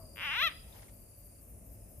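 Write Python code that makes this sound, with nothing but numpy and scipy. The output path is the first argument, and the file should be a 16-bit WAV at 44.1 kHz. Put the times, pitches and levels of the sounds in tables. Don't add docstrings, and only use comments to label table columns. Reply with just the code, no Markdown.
import sys
import numpy as np
from scipy import signal
from scipy.fft import rfft, irfft
from scipy.io import wavfile

SR = 44100
rng = np.random.default_rng(int(sys.argv[2]) if len(sys.argv) > 2 else 0)


def transcribe(u):
    v = np.clip(np.atleast_2d(u).T, -1, 1)
    q = np.round(v * 32767).astype(np.int16)
    wavfile.write(sys.argv[1], SR, q)


N = 88200
T, HZ = np.arange(N) / SR, np.fft.rfftfreq(N, 1 / SR)


def amp(db):
    return 10 ** (np.asarray(db) / 20)


def unit(x):
    return x / np.sqrt(np.mean(x ** 2) + 1e-20)


def at_hz(points):
    hz, value = np.transpose(points)
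    return np.interp(np.log(HZ + 1), np.log(abs(hz) + 1), value)


def at_time(points):
    return np.interp(T, *np.transpose(points))


def pan(side_db):
    return amp(np.array([[.5], [-.5]]) * side_db)


def drift(cutoff_hz):
    return unit(irfft(rfft(rng.standard_normal(N)) * np.exp(-(HZ / cutoff_hz) ** 2), N))


def band(hz, width_hz):
    phase = 2 * np.pi * np.cumsum(hz * np.ones(N)) / SR
    ears = [drift(width_hz * 0.6) * np.cos(phase) + drift(width_hz * 0.74) * np.sin(phase)
            for _ in range(2)]
    return unit(np.array(ears))


def ring(x, spectrum):
    gain = amp(at_hz(spectrum))
    log_gain = np.log(np.concatenate([gain, gain[-2:0:-1]]))
    response = np.exp(np.conj(signal.hilbert(log_gain)))[:len(HZ)]
    return irfft(rfft(x) * response, N) / np.sqrt(np.mean(gain ** 2))


def night_air(noise_db=-53.5, hum_hz=100.6, hum_db=-63.5):
    # (frequency [Hz], relative density [dB])
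    spectrum = [(20, -35), (28, -16.5), (39, -2.5), (54, 1), (75, -4), (102, -6.5), (130, -10.5),
                (200, -13), (400, -21.5), (660, -20.5), (860, -33), (1500, -39), (2700, -36.5), (3300, -49),
                (4100, -47), (6500, -35.5), (8000, -32.5), (11500, -27.5), (14000, -31.5), (15500, -37)]
    # (frequency [Hz], correlation [0 to 1])
    coherence = [(50, 0.99), (150, 0.85), (350, 0.62), (650, 0.45), (1500, 0.13), (4000, 0.195),
                 (12000, 0.094)]
    # (frequency [Hz], left minus right [dB])
    balance = [(50, 1.5), (200, 1), (600, 7), (1400, 2), (2500, -1), (6000, 2.5), (13000, 1)]
    # (time [s], relative level [dB])
    swell = [(0, 2.5), (.35, 1), (.95, 0.5), (1.1, -2), (1.42, -2), (1.52, 1.5), (2, 1.5)]
    left, independent = rfft(rng.standard_normal((2, N)))
    same = at_hz(coherence)
    right = same * left + np.sqrt(1 - same ** 2) * independent
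    shaped = np.array([left, right]) * amp(at_hz(spectrum)) * pan(at_hz(balance))
    rumble = irfft(shaped * (HZ < 900), N)
    noise = irfft(shaped, N) + rumble * (amp(at_time(swell)) - 1)
    hum = np.sin(2 * np.pi * np.cumsum(hum_hz + 2 * drift(5.7)) / SR) * amp(1.96 * drift(7.9))
    return amp(noise_db) * unit(noise) + amp(hum_db) * unit(hum)


def far_moan(waver_hz=7, waver_db=2, upper_db=-11.5):
    # (time [s], frequency [Hz], level [dB])
    contour = [(0, 677.4, -55.5), (0.049, 645, -63), (0.109, 555, -67.5), (.28, 560, -66.5), (.6, 565, -77),
               (1.051, 570, -74), (1.3, 570, -75.5), (2, 570, -78.5)]
    times, hz, db = np.transpose(contour)
    cycles = np.cumsum(np.interp(T, times, hz) + waver_hz * drift(25)) / SR
    tone = unit(np.sin(2 * np.pi * cycles) * amp(waver_db * drift(28)))
    upper = amp(upper_db) * band(1073, width_hz=470)[0]
    return pan(side_db=5) * (tone + upper) * amp(np.interp(T, times, db))


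def insect_chorus(period_s=.245, peak_s=1.577, waver_db=1.4, flutter_db=1.0, wander_hz=80):
    # (centre [Hz], width [Hz], level [dB], left minus right [dB], swell depth [dB])
    bands = [(8993, 450, -68, 0, .3), (10390, 870, -66, 1.5, 1.5)]
    swell = np.cos(2 * np.pi * (T - peak_s) / period_s)
    out = np.zeros((2, N))
    for hz, width, db, side, depth in bands:
        envelope = amp(db + depth * swell + waver_db * drift(7) + flutter_db * drift(60))
        out += pan(side) * envelope * band(hz + wander_hz * drift(4), width)
    return out


def crickets(throb_hz=36, depth=0.28, fade_s=0.024):
    # (start [s], end [s], centre [Hz], level [dB])
    trills = [(0, 0.35, 4790, -66), (0.489, 0.627, 4900, -63), (.63, 0.842, 4950, -73.5),
              (0.911, 1.41, 4700, -76), (1.684, 2, 5080, -81.5)]
    throb = 1 + depth * np.cos(2 * np.pi * np.cumsum(throb_hz + 2 * drift(3.9)) / SR)
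    out = np.zeros((2, N))
    for start, end, hz, db in trills:
        gate = np.clip(np.minimum(T - start, end - T) / fade_s + .5, 0, 1)
        out += amp(db) * band(hz, width_hz=346) * gate
    return pan(side_db=3) * throb * out


def katydid(spacing_s=.069, second_db=1.5, spread_s=0.02, centre_hz=12750, glide_hz_per_s=35000):
    # (time [s], level [dB])
    pairs = [(-.068, -64), (0.169, -60), (0.711, -63), (0.947, -63), (1.193, -61), (1.430, -62),
             (1.669, -62), (1.913, -63)]
    grain_db, coherence, left_lead_s = 2, 0.55, .0001
    strokes = np.array([(s + k * spacing_s, db + k * second_db) for s, db in pairs for k in range(2)])
    since = T - strokes[:, :1]
    envelope = (amp(strokes[:, 1:]) * np.exp(-.5 * (since / spread_s) ** 2)).sum(0)
    since_nearest = since[abs(since).argmin(0), np.arange(N)]
    hz = centre_hz + glide_hz_per_s * np.clip(since_nearest, -spacing_s / 2, spacing_s / 2)
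    left, diffuse = unit(band(hz, width_hz=2600) * amp(grain_db * drift(600)))
    right = coherence * np.roll(left, round(left_lead_s * SR)) + np.sqrt(1 - coherence ** 2) * diffuse
    return pan(side_db=7) * envelope * np.array([left, right])


def grass(peak_s=0.793, spread_s=0.076, rustle_db=-60, attack_s=0.00078, decay_s=0.0058):
    # (frequency [Hz], relative level [dB])
    spectrum = [(300, -8), (800, 6.5), (1300, -3.5), (2200, -5), (4000, -6), (7000, -9), (14000, -31)]
    # (time [s], centre [Hz], level [dB])
    ticks = [(0.726, 3716, -55), (.759, 2030, -57), (.764, 2980, -59), (.794, 2100, -57),
             (.829, 1935, -53.5), (.882, 2130, -56)]
    noise = irfft(rfft(rng.standard_normal((2, N))) * amp(at_hz(spectrum)), N)
    rustle = unit(noise * amp(2.26 * drift(120)))
    out = rustle * amp(rustle_db) * np.exp(-.5 * ((T - peak_s) / spread_s) ** 2)
    for start, hz, db in ticks:
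        age = np.maximum(T - start, 0)
        envelope = np.minimum(age / attack_s, 1) * np.exp(-age / decay_s)
        out += amp(db) * band(hz, width_hz=400) * envelope
    return pan(side_db=2) * out


def reverberation(x, near_db=-6.5, near_t60_s=0.065, far_db=-23, far_rise_s=0.023):
    # (frequency [Hz], time to fall 60 dB [s])
    far_t60 = [(500, 0.6), (2000, 0.63), (4000, 0.64), (12000, 0.2476)]
    near = rng.standard_normal((2, N)) * amp(-60 * T / near_t60_s) * (T > .001)
    hz, t, noise = signal.stft(rng.standard_normal((2, N)), SR, nperseg=256)
    t60 = np.interp(hz, *np.transpose(far_t60))[:, None]
    far = signal.istft(noise * amp(-60 * t / t60), SR, nperseg=256)[1][:, :N]
    far *= np.minimum(T / far_rise_s, 1)
    response = (amp(near_db) * unit(near) + amp(far_db) * unit(far)) / np.sqrt(N)
    return signal.fftconvolve(x[None], response, axes=1)[:, :N]


def bank_echoes(x, spread_s=.0003):
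    # (delay [s], level before colouring [dB])
    reflections = [(.0065, -14.5), (.012, -18), (.019, -18), (.028, -24.5), (.040, -19.5), (.054, -25)]
    # (frequency [Hz], gain [dB])
    colour = [(400, -10), (1200, -2), (3200, -7), (6000, -9), (14000, -12)]
    paths = sum(amp(db) * np.exp(-2j * np.pi * HZ * (delay + spread_s * rng.standard_normal((2, 1))))
                for delay, db in reflections)
    return irfft(rfft(x) * amp(at_hz(colour)) * paths, N)


def direct_path(x):
    # (frequency [Hz], left minus right [dB])
    balance = [(600, 3.5), (1300, 10), (2000, 7.9), (2450, 1), (3400, 1.5), (3900, 6.6), (6000, 9.5),
               (13000, 3)]
    # (frequency [Hz], lead of the left ear [rad])
    lead = [(0, -1.5), (1000, .65), (1500, -0.24), (1900, 1.9), (2200, -1.53), (2800, 1.37), (3300, 1.47),
            (3700, 2), (4500, 3.5), (13000, 7.5)]
    phase_shift = np.exp(np.array([[.5j], [-.5j]]) * at_hz(lead))
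    return irfft(rfft(x) * pan(at_hz(balance)) * phase_shift, N)


def frog(jitter=.004, shimmer_db=0.5, rasp_gain=0.0564, puff_cycles=0.313, slow_hz=290, fast_hz=600):
    # (time [s], pulse rate [Hz])
    pulse_rate = [(0.1603, 87), (0.177, 108.5), (.194, 135), (0.233, 271), (.252, 307), (0.274, 279),
                  (.299, 276), (0.319, 304), (.329, 305), (0.354, 410), (0.373, 471), (.399, 517),
                  (.419, 587), (.437, 679), (.451, 678), (0.478, 617), (.493, 530), (.525, 290)]
    # (time [s], level [dB])
    effort = [(.160, -57.5), (.178, -48), (.232, -38), (.342, -35.5), (.38, -33.5), (.428, -28.5),
              (.465, -30.5), (.477, -28.5), (.485, -42), (.496, -49.5), (.525, -52.5)]
    # (frequency [Hz], relative gain [dB])
    body_slow = [(300, -44), (600, -23), (950, -9.5), (1500, -5.5), (2250, 0), (3050, -0.5), (3750, -14),
                 (4300, -30), (5100, -22.5), (7500, -44), (15000, -40)]
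    # (frequency [Hz], relative gain [dB])
    body_fast = [(300, -44), (680, -15), (1000, -9), (1300, -2.5), (2600, -0.5), (3000, -3.5), (3400, 0.5),
                 (4050, -6.5), (4600, -27), (5300, -22.5), (6200, -27), (7800, -49.5), (10800, -46),
                 (11700, -25.5), (12900, -20), (13600, -34.5), (15000, -51)]
    start, end = pulse_rate[0][0], pulse_rate[-1][0]
    rate = at_time(pulse_rate) * (1 + jitter * drift(200))
    cycles = np.cumsum(rate) / SR
    cycles -= np.interp(start, T, cycles)
    calling = (cycles > -.5) * (T < end)
    pulses = np.sinc((cycles - np.round(cycles)) * SR / rate) * np.sqrt(SR / rate)
    puffs = np.exp(-(cycles % 1) / puff_cycles) * rng.standard_normal(N)
    source = pulses * amp(shimmer_db * drift(250)) + rasp_gain * puffs
    drive = source * calling * amp(at_time(effort))
    squeal_share = np.clip((rate - slow_hz) / (fast_hz - slow_hz), 0, 1)
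    return ring(drive * (1 - squeal_share), body_slow) + ring(drive * squeal_share, body_fast)


def scene():
    croak = frog()
    call = direct_path(croak) + reverberation(croak) + bank_echoes(croak)
    return call + night_air() + far_moan() + katydid() + insect_chorus() + crickets() + grass()


def record(dry, cutoff_hz=15480):
    lowpass = signal.firwin(1023, cutoff_hz, window=("kaiser", 9), fs=SR)
    return signal.oaconvolve(dry, lowpass[None], "same")


dry = scene()
out = record(dry)
transcribe(out)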